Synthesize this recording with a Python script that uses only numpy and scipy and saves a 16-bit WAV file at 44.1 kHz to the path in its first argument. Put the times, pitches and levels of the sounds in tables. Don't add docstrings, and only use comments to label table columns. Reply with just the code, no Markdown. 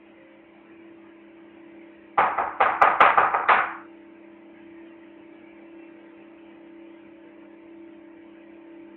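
import sys
import numpy as np
from scipy import signal
from scipy.fft import rfft, irfft, next_fast_len
from scipy.io import wavfile
from scipy.ndimage import uniform_filter1d, map_coordinates

SR = 44100
rng = np.random.default_rng(int(sys.argv[2]) if len(sys.argv) > 2 else 0)


def put_to_file(sound):
    columns = np.atleast_2d(sound).T
    safe = np.clip(columns, -1, 1)
    whole_steps = np.round(safe * 32767)
    wavfile.write(sys.argv[1], SR, whole_steps.astype(np.int16))


def rack_gain(trim_db):
    fader = np.asarray(trim_db, float)
    return 10 ** (fader / 20)


N = 395136
T = np.arange(N) / SR

# f/Hz, relative density/dB per Hz
HISS_SHAPE = [(760, -40), (1300, -8.5), (1490, -9), (1620, -2.5), (1770, -6), (1930, -0.5), (2190, -4),
              (2310, -0.5), (2500, -4.5), (2700, -7), (2980, -10.5), (3870, -32), (5030, -60.5),
              (8510, -120)]
# f/Hz, relative density/dB per Hz
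HOUSING_SHAPE = [(15, -54.5), (30, -44), (60, -23.5), (146, -21.5), (200, -16.5), (290, -13), (380, -15.5),
                 (450, -18), (620, -17), (730, -22.5), (900, -17.5), (1080, -23), (1500, -31.5),
                 (2000, -44), (3300, -120)]
HISS_DB, HOUSING_DB = -60.5, -58
OPEN_AIR_DB, OPEN_AIR_S = 1, .9

# start t/s, length/s, f/Hz, rms level before fades and flutter/dB
WHINE_NOTES = [(0.132, 0.38, 534, -60.5), (0.253, 0.13, 2280, -64), (0.5, 0.27, 1330, -70),
               (.95, 0.13, 1230, -69), (5.62, 0.36, 2680, -70), (5.3, 0.27, 1690, -70.5)]

# start t/s, length/s, level of its upper line before flutter/dB
DRIVE_SPELLS = [(1.256, .8, -66), (5.34, 2.4, -64.5), (8.0, 1.3, -65.5)]
DRIVE_HZ, DRIVE_FADE_S, DRIVE_IDLE_DB = 557.09, 0.056, -71.5

MAIN_HZ, MAIN_DB, PUMP_HZ, SWELL_HZ, THROB_HZ = 332.47, -49.5, 299.11, .995, 1.42
# f/Hz, rms level before position gain and flutter/dB, phase wander/rad
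SHAFT_LINES = [(204.8, -62.5, .1), (364, -72.5, 0.52), (364.5, -72, 1.5), (387, -68.5, .1),
               (411, -73.5, .1), (655, -73, .6), (790, -74.5, .1), (997, -78.5, .5), (1017, -76.5, .5)]
# level at full effort before throb/dB, loss at no effort/dB
PUMP_HARMONICS = [(-54.5, 8.5), (-61, 4.5), (-65.5, 13)]
# t/s, effort/0-1
PUMP_EFFORT = [(0, 0), (1.3, 0.07), (1.5, 0.6), (4, 0.72), (8.96, 0.85)]
# t/s, gain of the main motor line/dB
WINDOW_APPROACH = [(0, -4.5), (.67, -6), (.9, 0.5), (2.1, -2.5), (4, 0), (8.96, .5)]

# t/s, peak level ahead of the input/dB, pitch of the spot struck f/Hz,
# treble slope/dB per octave, tail level re echo peak, before the tail's fades/dB
KNOCK_BLOWS = [(2.182, -6.5, 766, -1, -13), (2.381, -10, 870, -6, -13), (2.606, -3.5, 790, 0.5, -13),
               (2.818, -2, 778, -1.5, -13.5), (3.007, -2.5, 1150, 3.5, -12.5), (3.177, -4, 1220, -3, -14),
               (3.341, -10, 1500, -7, -14.5), (3.488, -3.5, 1280, 4.5, -10)]
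# f/Hz, relative density/dB per Hz
BLOW_COLOUR = [(18, -60.5), (30, -41.5), (70, -24.5), (141, -26), (299, -18.5), (422, -10), (572, -3.5),
               (621, -7), (776, 0.5), (1070, -2.5), (1260, -3.5), (1790, -9.5), (2420, -11), (3870, -36),
               (5030, -73.5), (8510, -120)]
# f/Hz, sine amplitude re crack noise rms/dB
THUD_NOTES = [(790, -11), (1235, -5), (2000, -11)]
# f/Hz, relative level before knock colour and random spread/dB, t60/s
PANEL_MODES = [(425, -14, .4), (472, -13, .4), (575, -9, .45), (669, -12, .4), (710, -7, .45),
               (770, -3, .45), (830, -6, .4), (872, -4, .45), (1003, -4, .4), (1060, -9, .45),
               (1095, -9, .5), (1153, -3, .45), (1215, -5, .45), (1243, -3, .48), (1298, -5, .55),
               (1370, -10, .6), (1447, -8, .55), (1501, -8, .55), (1539, -9, .5), (1645, -9, .5),
               (1720, -13, .45), (1915, -13, .35), (2013, -16, .45), (2390, -12, .3), (2471, -18, .4)]
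# delay/s, relative level/dB
WALL_PATHS = [(.001, -18), (.006, -2), (.012, 1), (.026, -14), (0.04, -13.5), (.051, -15.5), (.063, -5.5),
              (.075, -14), (.091, -11.5), (.103, -10)]
# f/Hz, t60/s
ROOM_DECAY = [(150, 0.7), (500, 0.38), (850, 0.6), (1150, 0.73), (1400, 0.83), (1750, 0.66), (2600, 0.47),
              (4000, .36)]
SPOT_DB, SPOT_OCTAVES, BASS_DB = 2, 0.15, -1.1
CLUMP_DB = 2


def unit(x):
    return x / np.sqrt(np.mean(x ** 2) + 1e-20)


def along(points, hz):
    f, v = np.transpose(points)
    return np.interp(np.log(hz + 1), np.log(f + 1), v)


def over_time(points):
    s, v = np.transpose(points)
    return np.interp(T, s, v)


def wobble(rate):
    knots = rng.standard_normal(int(N * rate / SR) + 4)
    return map_coordinates(knots, [T * rate])


def filtered(x, response):
    m = next_fast_len(len(x) + 8192)
    return irfft(rfft(x, m) * response(np.fft.rfftfreq(m, 1 / SR)), m)[:len(x)]


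def rush(spectrum, patchy_db):
    z = signal.stft(rng.standard_normal(N), nperseg=1024)[2]
    field = uniform_filter1d(rng.standard_normal(z.shape), 4, 0)
    patches = unit(uniform_filter1d(field, 5, 1))
    noise = signal.istft(z * rack_gain(patchy_db * patches), nperseg=1024)[1][:N]
    return unit(filtered(noise, lambda hz: rack_gain(along(spectrum, hz))))


def tone(hz, db, wander, flutter_db=5.0):
    phase = 2 * np.pi * (hz * T + rng.random()) + wander * wobble(2.1)
    return np.sqrt(2) * rack_gain(db + flutter_db * wobble(15)) * np.sin(phase)


def air():
    breath = wobble(1.1)
    opening_db = OPEN_AIR_DB * np.exp(-T / OPEN_AIR_S)
    hiss_db = HISS_DB + opening_db + 0.93 * breath + 0.36 * wobble(4)
    housing_db = HOUSING_DB + 0.65 * breath + 0.63 * wobble(14)
    hiss = rack_gain(hiss_db) * rush(HISS_SHAPE, patchy_db=3.0)
    housing = rack_gain(housing_db) * rush(HOUSING_SHAPE, patchy_db=2.5)
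    return hiss + housing


def whines():
    out = np.zeros(N)
    for start, length, hz, db in WHINE_NOTES:
        fade = np.sin(np.pi * np.clip((T - start) / length, 0, 1)) ** 0.47
        out += fade * tone(hz, db, 0.49)
    return out


def drive():
    fade = lambda seconds: np.clip(seconds / DRIVE_FADE_S, 0, 1)
    level_db = np.full(N, DRIVE_IDLE_DB)
    for start, length, db in DRIVE_SPELLS:
        running = fade(T - start) * fade(start + length - T)
        level_db += (db - DRIVE_IDLE_DB) * running
    upper = tone(DRIVE_HZ, level_db, .4, flutter_db=2.2)
    lower = tone(490, level_db - 6.5, 1.6, flutter_db=5.5)
    return upper + lower


def main_motor(near_db):
    load = np.exp(2.4 * (np.cos(2 * np.pi * SWELL_HZ * (T - 5.79)) - 1))
    bend = 0.33 * np.sin(2 * np.pi * SWELL_HZ * (T - 5.7))
    level_db = MAIN_DB + near_db + 3.64 * load + 0.65 * wobble(17)
    return np.sqrt(2) * rack_gain(level_db) * np.sin(2 * np.pi * MAIN_HZ * T + bend)


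def second_motor():
    effort = over_time(PUMP_EFFORT)
    throb_db = 1.5 * np.cos(2 * np.pi * THROB_HZ * (T - 6.68))
    out = np.zeros(N)
    for k, (db, lost_db) in enumerate(PUMP_HARMONICS, start=1):
        level_db = db - lost_db * (1 - effort) + throb_db / k
        out += tone(k * PUMP_HZ, level_db, 0.28 * k, flutter_db=1.0)
    return out


def motors():
    near_db = over_time(WINDOW_APPROACH)
    shafts = sum(tone(hz, db + 0.27 * near_db, wander, flutter_db=2.5) for hz, db, wander in SHAFT_LINES)
    return main_motor(near_db) + second_motor() + shafts


def reverb(t):
    hz, frame_s, z = signal.stft(rng.standard_normal(len(t)), SR, nperseg=256)
    clumps = unit(uniform_filter1d(rng.standard_normal(z.shape), size=5, axis=1))
    decay_db = -60 * frame_s / along(ROOM_DECAY, hz)[:, None]
    return signal.istft(z * rack_gain(CLUMP_DB * clumps + decay_db), SR, nperseg=256)[1][:len(t)]


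def knocks():
    out, t = np.zeros(N + SR), np.arange(int(.8 * SR)) / SR
    rise = lambda seconds, wait=0: 1 - np.exp(-np.clip(t - wait, 0, None) / seconds)
    early = lambda x: x / np.sqrt(np.mean(x[:SR // 8] ** 2))
    note = lambda hz: np.sin(2 * np.pi * (hz * t + rng.random()))
    walls = np.zeros(len(t))
    for delay, db in WALL_PATHS:
        walls[round(delay * SR)] = rack_gain(db)
    for s, db, spot_hz, treble_db, tail_db in KNOCK_BLOWS:
        spot = lambda hz: SPOT_DB * np.exp(-.5 * (np.log2((hz + 1) / spot_hz) / SPOT_OCTAVES) ** 2)
        slope = lambda hz: np.where(hz > 1200, treble_db, BASS_DB) * np.log2((hz + 50) / 1250) + spot(hz)
        colour = lambda hz: rack_gain(along(BLOW_COLOUR, hz) + slope(hz))

        thud = sum(rack_gain(level) * note(hz) for hz, level in THUD_NOTES)
        crack = rise(0.00063) * rack_gain(-60 * t / 0.032) * (rng.standard_normal(len(t)) + thud)
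        echoes = filtered(signal.fftconvolve(crack, walls)[:len(t)], colour)

        ring = np.zeros(len(t))
        for hz, level, t60 in PANEL_MODES:
            mode_db = level + rng.normal(0, 3.1) + slope(hz) - 60 * t / t60
            ring += rack_gain(mode_db) * note(hz)
        diffuse = filtered(reverb(t), colour)
        tail = rise(0.0065, 0.0061) * early(early(diffuse) + rack_gain(-4) * early(ring))
        tail = tail * rack_gain(-12 * (t / 0.39) ** 7)

        sound = echoes / np.abs(echoes).max() + rack_gain(tail_db) * tail
        first = round((s - .008) * SR)
        out[first:][:len(t)] += rack_gain(db) * sound / np.abs(sound).max()
    return out[:N]


def scene():
    return (air() + whines() + drive() + motors() + knocks())[None]


def top_cut(x):
    return signal.sosfilt(signal.butter(12, 16000, fs=SR, output="sos"), x)


def record(dry):
    narrow = filtered(dry[0], lambda hz: 1 / (1 + (hz / 4450) ** 40))[None]
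    clipped = np.clip(narrow, -.705, .705)
    return top_cut(clipped)


dry = scene()
out = record(dry)
put_to_file(out)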